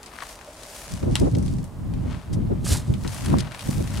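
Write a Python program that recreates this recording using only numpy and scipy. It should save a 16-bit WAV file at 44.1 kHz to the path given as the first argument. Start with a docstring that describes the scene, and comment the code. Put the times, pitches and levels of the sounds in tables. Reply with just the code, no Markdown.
"""A wet cloth is carried to a lined bin outdoors, over faint background noise and a hum.
From the start, clothing swishes and the grip creaks, clicks and rasps close to the microphone.
Just before 1 s, gusts begin to buffet the microphone, and soon after a plastic part snaps.
At about 2.6 s the cloth drops into muddy water with one short splat of spray, slosh and trapped air.
The gusts, swishes and clicks carry on to the end."""
import sys
import numpy as np
from scipy import signal
from scipy.fft import rfft, irfft
from scipy.io import wavfile
from scipy.ndimage import uniform_filter1d

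SR = 44100
rng = np.random.default_rng(int(sys.argv[2]) if len(sys.argv) > 2 else 0)


def output_pcm(signal):
    """Save a mono or channel-first signal as 16-bit PCM at the path in sys.argv[1].

    Samples are clipped to [-1, 1] before scaling.
    """
    pcm = np.clip(np.atleast_2d(signal).T, -1, 1) * 32767
    wavfile.write(sys.argv[1], SR, np.round(pcm).astype(np.int16))


N = 176400  # 4 seconds
T, FREQS = np.arange(N) / SR, np.fft.rfftfreq(N, 1 / SR)
# Likeness of left and right: 1 is the same, 0 is unrelated, -1 is opposite.
WATER_LIKENESS, GRIP_LIKENESS = 0.97, 0.87
CLICK_LEFT_DB = 4

# The tone of sloshing muddy water. Each row: frequency in Hz, level in dB.
SLOSH_TONE = [(200, -4), (500, 3.5), (900, 2), (1500, 3), (2500, -2.5), (4500, -3), (10000, -65)]
# The tone that clicks and rasps share. Each row: frequency in Hz, level in dB.
CLICK_TONE = [(250, -30), (900, 10), (3000, 4), (5000, 4), (7000, 1.5), (9500, 5.5), (12000, -6),
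              (15500, -13)]


def amp(db):
    """Turns decibels into a number to multiply a sound by."""
    return 10 ** (np.asarray(db) / 20)


def unit(x):
    """Scales a sound so that its average power is 1."""
    return x / np.sqrt(np.mean(x ** 2) + 1e-20)


def steady(x, samples):
    """Evens out the loudness over the given number of samples."""
    power = uniform_filter1d((x ** 2).mean(0), size=samples)
    return x / np.sqrt(abs(power) + 1e-12)


def over_frequency(points):
    """Joins rows of frequency and value into a curve over all frequencies."""
    hz, value = np.transpose(points)
    return np.interp(np.log(FREQS + 1), np.log(hz), value)


def over_time(rows, column=1):
    """Joins rows of seconds and dB into a volume curve for the whole scene."""
    rows = np.array(rows)
    return amp(np.interp(T, rows[:, 0], rows[:, column]))


def add(mix, start, sound):
    """Mixes a stereo sound in at a start time in seconds."""
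    part = mix[:, max(round(start * SR), 0):][:, :sound.shape[1]]
    part += sound[:, :part.shape[1]]


def pan(left_db):
    """Left and right volumes, with the left louder by left_db."""
    return amp([[left_db / 2], [-left_db / 2]])


def colour(x, tone):
    """Filters a sound to follow a tone table; white noise would keep its power."""
    log_gain = np.log(amp(over_frequency(tone)))
    # This phase makes the filter ring after each hit, not before it.
    phase = -signal.hilbert(np.r_[log_gain, log_gain[-2:0:-1]]).imag[:len(FREQS)]
    return irfft(rfft(x) * unit(np.exp(log_gain)) * np.exp(1j * phase), N)


def pair(x, likeness):
    """Blends two unrelated channels into a left and a right with the given likeness."""
    mid, side = rfft(x)
    likeness = np.clip(likeness, -1, 1)
    mid, side = mid * np.sqrt(1 + likeness), side * np.sqrt(1 - likeness)
    return irfft(np.array([mid + side, mid - side]), N)


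def noise(tone, likeness):
    """Smooth stereo noise with the given tone."""
    return unit(colour(pair(rng.standard_normal((2, N)), likeness), tone))


def grains(per_second, spread_db, likeness):
    """Tiny random impacts in stereo, a few of them large."""
    size = amp(spread_db * np.minimum(rng.exponential(1, (2, N)), 4))
    sign = rng.choice([-1, 1], (2, N))
    hits = rng.random((2, N)) < per_second / SR
    return pair(size * sign * hits, likeness)


def crackle(tone, likeness, per_second, spread_db):
    """Tiny random impacts with the given tone."""
    return unit(colour(grains(per_second, spread_db, likeness), tone))


def flutter(swell_s=0.005, depth_db=1.5):
    """Quick uneven swelling, as cloth catches and lets go."""
    window = np.hanning(round(2 * swell_s * SR))
    wobble = signal.fftconvolve(rng.standard_normal(N), window, "same")
    return amp(depth_db * unit(wobble))


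def outdoors(hum_hz=607, hum_width_hz=54, air_db=-47.5):
    """Steady distant noise, and a faint hum that swells and fades."""
    # The tone of the distant noise. Each row: frequency in Hz, level in dB.
    air_tone = [(20, -10), (50, 8), (120, -1), (300, -2.5), (480, -3), (620, -7.5), (800, -3), (1000, -4.5),
                (1400, -12.5), (2500, -20.5), (5000, -24), (9000, -24.5), (15500, -34)]
    # How alike it is on both sides. Each row: frequency in Hz, likeness.
    air_likeness = [(100, 0.97), (600, 1), (1200, 0.64), (3000, 0.18), (9000, 0.99)]
    # The swelling of the hum. Each row: time in seconds, level in dB.
    hum_levels = [(0, -86), (.3, -53), (.45, -58), (.485, -40), (.52, -54), (.68, -50.5), (.95, -52.5),
                  (1.6, -57.5), (4, -51.5)]
    hum = irfft(rfft(rng.standard_normal(N)) / (1 + ((FREQS - hum_hz) / hum_width_hz) ** 2), N)
    air = amp(air_db) * noise(air_tone, over_frequency(air_likeness))
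    return air + over_time(hum_levels) * steady(hum[None], samples=900)


def clothing():
    """Strokes of fabric swell and fade, with crinkles in them and a high fizz in the fast ones."""
    # Strokes near the microphone. Each row: peak time, rise and fall in seconds, strength in dB,
    # fizz in dB compared with the stroke.
    strokes = [(.04, 0.028, 0.044, -61, 2), (.3, 0.1, 0.042, -48, -2), (.66, 0.15, 0.14, -49.5, -6),
               (.785, 0.063, 0.054, -46, 1.5), (.93, 0.11, 0.072, -46.5, -8),
               (1.19, 0.053, 0.055, -46.5, -20), (1.45, 0.17, 0.11, -54, -18), (2.14, 0.1, 0.085, -59, -20),
               (2.9, 0.079, 0.082, -59, -20), (3.17, 0.083, .13, -44, -2), (3.69, 0.072, 0.12, -45.5, 1),
               (3.95, 0.068, 0.17, -46, -5)]
    # The tones of rubbing, crinkling and fizzing fabric. Each row: frequency in Hz, level in dB.
    rub_tone = [(300, -9), (900, -5), (2000, -2), (3500, -3), (6500, -1.5), (10000, -5), (12000, -22),
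                (15500, -43)]
    crinkle_tone = [(600, -35), (2500, -0.5), (5000, 8.5), (9500, 3), (12000, -7), (15500, -9)]
    fizz_tone = [(3000, -5), (7000, 5), (10000, 7.5), (13000, 2.5), (15500, -5.5)]
    # How alike the fabric sounds on both sides. Each row: frequency in Hz, likeness.
    fabric_likeness = [(800, 1), (2000, 0.26), (4000, 0.51), (7500, 0.33), (10000, 0.93), (15000, 1)]
    power, fizz_power = np.zeros((2, N))
    for peak, rise, fall, db, fizz_db in strokes:
        from_peak = np.maximum((peak - T) / rise, (T - peak) / fall)
        stroke = amp(db) * np.exp(-.5 * from_peak ** 1.52)
        power += stroke ** 2
        fizz_power += (amp(fizz_db) * stroke) ** 2
    likeness = over_frequency(fabric_likeness)
    crinkle = amp(-4) * crackle(crinkle_tone, likeness, per_second=230, spread_db=6)
    rub = amp(1) * noise(rub_tone, likeness)
    fizz = amp(-1.5) * noise(fizz_tone, likeness=1)
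    return pan(left_db=2) * (np.sqrt(power) * (rub + crinkle) + np.sqrt(fizz_power) * fizz)


def grip_creak():
    """The grip creaks finely with a stream of tiny ticks."""
    # How strongly the grip creaks. Each row: time in seconds, level in dB.
    creak_levels = [(0, -54), (.12, -50.5), (.22, -43.5), (.36, -54.5), (.88, -50.5), (1.1, -58),
                    (1.18, -47), (1.3, -67), (1.8, -66.5), (2.03, -56.5), (2.13, -45.5), (2.3, -59),
                    (3.035, -59), (3.055, -46), (3.35, -43.5), (3.46, -46), (3.6, -45.5), (3.86, -49),
                    (4, -43.5)]
    # The tone of the creak. Each row: frequency in Hz, level in dB.
    creak_tone = [(250, -24.5), (600, 6), (1000, 7), (1600, 4), (2800, 0), (4500, -5.5), (9000, -23.5),
                  (15000, -47)]
    creak = crackle(creak_tone, GRIP_LIKENESS, per_second=2000, spread_db=3.5)
    return pan(left_db=8) * over_time(creak_levels) * creak


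def clicks(slip_s=0.01, crack_s=0.0006, ring_s=0.003, echo_s=0.018):
    """A slip builds to a crack, rings briefly at its own pitch and bounces off nearby surfaces."""
    # Sharp clicks of handling and drips. Each row: time in seconds, strength in dB, pitch in Hz.
    click_events = [(0.031, -30.5, 5900), (0.061, -28, 5100), (.135, -34, 1300), (.235, -31, 1500),
                    (0.412, -32, 1600), (0.634, -28, 5700), (1.029, -34.5, 2000), (1.112, -36, 3970),
                    (1.1559, -13, 3400), (1.164, -22, 3200), (1.167, -27, 1110), (1.201, -28, 9000),
                    (1.385, -31, 6500), (1.427, -33.5, 6000), (1.462, -33, 6500), (1.480, -32.5, 4030),
                    (1.585, -37, 5100), (1.642, -31, 10500), (1.938, -36, 3000), (2.939, -28.5, 2730),
                    (3.077, -22.5, 5560), (3.146, -24.5, 10000), (3.385, -18, 4440), (3.519, -28, 2290),
                    (3.547, -26, 2530), (3.593, -24, 3320), (3.608, -26.5, 3500), (3.875, -29, 4000),
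                    (3.955, -32, 4500), (3.973, -24.5, 3800)]
    t = np.arange(-SR // 100, SR // 10) / SR  # the crack comes at t = 0
    after = np.maximum(t, 0)
    slip_then_ring = np.where(t < 0, amp(-34) * np.exp(-abs(t) / slip_s),
                              amp(-12) * np.exp(-after / ring_s))
    echo_fade = amp(-14.5) * (t >= 0) * np.exp(-after / echo_s)
    out = np.zeros((2, N))
    for time, db, hz in click_events:
        hiss = rng.standard_normal((4, len(t)))
        centre_hiss, wide_hiss = hiss[1], hiss[2:]
        crack = hiss[0] * (t >= 0) * np.exp(-after / crack_s)
        crack *= np.sqrt(crack_s * SR / 8) / np.linalg.norm(crack)  # same energy each time
        ring = slip_then_ring * (centre_hiss + .5 * wide_hiss)
        click = crack + .5 * (ring + echo_fade * wide_hiss)
        b, a = signal.iirpeak(hz, Q=1.38, fs=SR)
        pitched = signal.lfilter(b, a, click) / np.sqrt(b[0])
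        add(out, time + t[0], amp(db) * (pitched + amp(-2.5) * click))
    return amp(-1.5) * pan(CLICK_LEFT_DB) * colour(out, CLICK_TONE)


def rasps():
    """The grip or fabric drags: a dense run of tiny slips swells and dies within milliseconds."""
    # Short drags. Each row: start in seconds, rise in seconds, strength in dB, rough pitch in Hz.
    drags = [(0.1868, 0.00061, -33.5, 1600), (0.202, 0.0027, -41.5, 1610), (.220, 0.0035, -36.5, 1320),
             (1.154, 0.00066, -24.5, 5070), (1.348, 0.0034, -41, 3700), (2.328, 0.0067, -43, 6000),
             (3.046, 0.0027, -41, 1610), (3.257, 0.0022, -35.5, 8200), (3.2598, .002, -36, 2900),
             (3.392, 0.0042, -40, 4000), (3.4035, 0.0024, -32.5, 4930)]
    t = np.arange(SR // 20) / SR
    slips = grains(per_second=5400, spread_db=2, likeness=GRIP_LIKENESS)
    out = np.zeros((2, N))
    for start, rise, db, hz in drags:
        swell = t / rise * np.exp(1 - t / rise)
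        run = swell * slips[:, round(start * SR):][:, :len(t)]
        rasp = signal.lfilter(*signal.iirpeak(hz, Q=1.27, fs=SR), run)
        add(out, start, amp(db) * unit(rasp) * np.sqrt(np.mean(swell ** 2)))
    return pan(left_db=6) * colour(out, CLICK_TONE)


def wind(strong_gust_db=-20):
    """Air swirls at the microphone's two openings; the rumble gets brighter as a gust grows."""
    # The strength of the gusts. Each row: time in seconds, level in dB.
    gust_levels = [(.87, -55.5), (.94, -26.5), (1.0, -40.5), (1.03, -26), (1.135, -20), (1.17, -30.5),
                   (1.215, -20), (1.26, -21), (1.305, -28.5), (1.335, -20.5), (1.43, -23.5), (1.59, -25.5),
                   (1.71, -41.5), (1.8, -32.5), (1.9, -27), (2.06, -25.5), (2.18, -32), (2.225, -49),
                   (2.32, -24.5), (2.38, -23), (2.47, -25), (2.66, -28), (2.72, -22.5), (2.85, -34.5),
                   (2.9, -21), (3.01, -31), (3.07, -27.5), (3.17, -37.5), (3.34, -17.5), (3.46, -32),
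                   (3.59, -49.5), (3.68, -27), (3.74, -29), (3.78, -21.5), (3.88, -30.5), (4, -25.5)]
    # The tones of the rumble and of a strong gust's rush. Each row: frequency in Hz, level in dB.
    rumble_tone = [(15, -34), (30, -6.5), (70, -0.5), (130, 1), (230, -7.5), (350, -18), (600, -35),
                   (1200, -58), (3000, -105)]
    rush_tone = [(80, -27), (250, 7.5), (420, -8), (700, -14), (1200, -26.5), (2500, -54), (6000, -61)]
    # How alike the wind is at the two openings. Each row: frequency in Hz, likeness.
    wind_likeness = [(40, 0.81), (130, 0.61), (260, -0.13), (450, -0.42), (800, -1.1), (1600, -1)]
    likeness = over_frequency(wind_likeness)
    fade_in = np.clip((T - .8) / 0.034, 0, 1)
    gust = over_time(gust_levels) * fade_in
    rumble = amp(1) * gust * steady(noise(rumble_tone, likeness), samples=1500)
    rush = amp(-27) * (gust / amp(strong_gust_db)) ** 2.5 * noise(rush_tone, likeness)
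    return rumble + rush


def buffets(bass_cut_hz=187):
    """Brief ragged bursts of wind hit the microphone during the gusts."""
    # Bursts of wind. Each row: peak time and half length in seconds, level in dB, treble cut in Hz.
    bursts = [(1.037, 0.0079, -22.5, 470), (1.085, 0.021, -21.5, 347), (1.228, 0.02, -15.5, 283),
              (1.273, 0.018, -22, 494), (1.379, 0.025, -23.5, 308), (2.063, 0.031, -34.5, 350),
              (2.371, 0.015, -27.5, 312), (2.519, 0.021, -21, 306), (2.718, 0.017, -30.5, 376),
              (2.907, 0.018, -29, 300), (3.061, 0.014, -27.5, 282), (3.333, 0.068, -23.5, 273),
              (3.337, 0.01, -25, 900), (3.692, 0.0065, -24.5, 400), (3.806, 0.016, -27, 380)]
    air = pair(rng.standard_normal((2, N)), likeness=-0.47)
    cut_bass = signal.butter(2, bass_cut_hz, "high", fs=SR, output="sos")
    out = np.zeros((2, N))
    for peak, half_length, db, hz in bursts:
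        swell = np.exp(-((T - peak) / half_length) ** 2)
        dull_air = signal.sosfilt(signal.butter(3, hz, fs=SR, output="sos"), air)
        burst = swell * signal.sosfilt(cut_bass, dull_air)
        out += amp(db) * burst * np.sqrt(np.mean(swell ** 2) / np.mean(burst ** 2))
    return out


def snap(start_s=1.1553):
    """A stiff plastic part lets go at once and rings very briefly."""
    # The notes the plastic rings with. Each row: pitch in Hz, level in dB, fade time in seconds.
    notes = [(900, -27.5, 0.0034), (3120, -11.5, 0.0008), (5200, -20, 0.00059), (7800, -14, 0.00069)]
    t = np.maximum(T - start_s, 0)
    ring = sum(amp(db) * np.exp(-t / fade) * np.sin(2 * np.pi * hz * t) for hz, db, fade in notes)
    return pan(CLICK_LEFT_DB) * ring


def wind_thumps(lag_s=0.00029, width_cycles=0.5):
    """Large swirls of air thump one microphone opening just before the other."""
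    # Single swirls. Each row: time in seconds, peak level in dB, pitch in Hz.
    swirls = [(1.218, -13.5, 190), (1.336, -23, 106), (2.372, -14.5, 163), (2.728, -12.5, 85),
              (2.901, -13.5, 90), (3.3416, -12, 880), (3.693, -14, 176)]
    t = np.arange(-SR // 50, SR // 50) / SR
    out = np.zeros((2, N))
    for (time, db, hz), side in zip(swirls, rng.choice([-1, 1], len(swirls))):
        cycles = (t + side * lag_s * np.array([[.5], [-.5]])) * hz
        swell = 1 / np.cosh(np.clip(cycles / width_cycles, -20, 20)) ** 2
        thump = swell * np.sin(2 * np.pi * cycles)
        add(out, time + t[0], amp(db) * thump / thump.max())
    return out


def splat():
    """The cloth hits the water: a bright burst of spray over a duller slosh."""
    # The first slap, the bulk of the cloth going in, then settling.
    # Each row: time in seconds, spray strength in dB, slosh strength in dB.
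    splat_levels = [(2.638, -58, -66), (2.646, -40, -60), (2.666, -36, -38.5), (2.681, -33, -49),
                    (2.694, -31, -43.5), (2.727, -28, -38.5), (2.745, -31.5, -38.5), (2.759, -36.5, -38.5),
                    (2.775, -35, -50), (2.79, -40.5, -48), (2.84, -58, -56), (2.9, -55, -60)]
    # The tone of flying droplets. Each row: frequency in Hz, level in dB.
    spray_tone = [(500, -22), (1500, -16), (3300, -6.5), (4300, -2), (6000, -3), (8000, -1), (10000, -3.5),
                  (12000, -10), (15500, -25)]
    spray = amp(1) * crackle(spray_tone, WATER_LIKENESS, per_second=7000, spread_db=2)
    slosh = amp(3) * crackle(SLOSH_TONE, WATER_LIKENESS, per_second=2900, spread_db=2)
    spray *= over_time(splat_levels) * flutter()
    slosh *= over_time(splat_levels, column=2)
    fade_in_and_out = np.interp(T, [2.6, 2.63, 2.88, 2.98], [0, 1, 1, 0])
    return fade_in_and_out * (spray + slosh)


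def fold_slaps(fade_s=0.0031, pitch_rise_per_s=15):
    """Each fold smacks the water and traps air, which rings at a rising pitch until mud damps it."""
    # Folds of cloth landing. Each row: start in seconds, level in dB, the air's first pitch in Hz.
    folds = [(2.644, -26, 330), (2.664, -34, 640), (2.691, -29, 440), (2.728, -35, 790), (2.757, -31, 885)]
    t = np.arange(SR // 25) / SR
    wash = noise(SLOSH_TONE, WATER_LIKENESS)
    out = np.zeros((2, N))
    for start, db, hz in folds:
        air_pocket = np.sin(2 * np.pi * hz * t * (1 + .5 * pitch_rise_per_s * t))
        smack = amp(-18) * wash[:, round(start * SR):][:, :len(t)]
        add(out, start, amp(db) * np.exp(-t / fade_s) * (air_pocket + smack))
    return out


def scene():
    """Adds up all the sounds at the microphone."""
    background = outdoors()
    handling = flutter() * (clothing() + grip_creak()) + clicks() + rasps() + snap()
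    gusts = wind() + buffets() + wind_thumps()
    return background + handling + gusts + splat() + fold_slaps()


def record(dry):
    """The recorder cuts off the very highest treble."""
    cut_treble = signal.firwin(511, cutoff=15900, window=("kaiser", 9), fs=SR)
    return signal.oaconvolve(dry, cut_treble[None], "same")


dry = scene()
out = record(dry)
output_pcm(out)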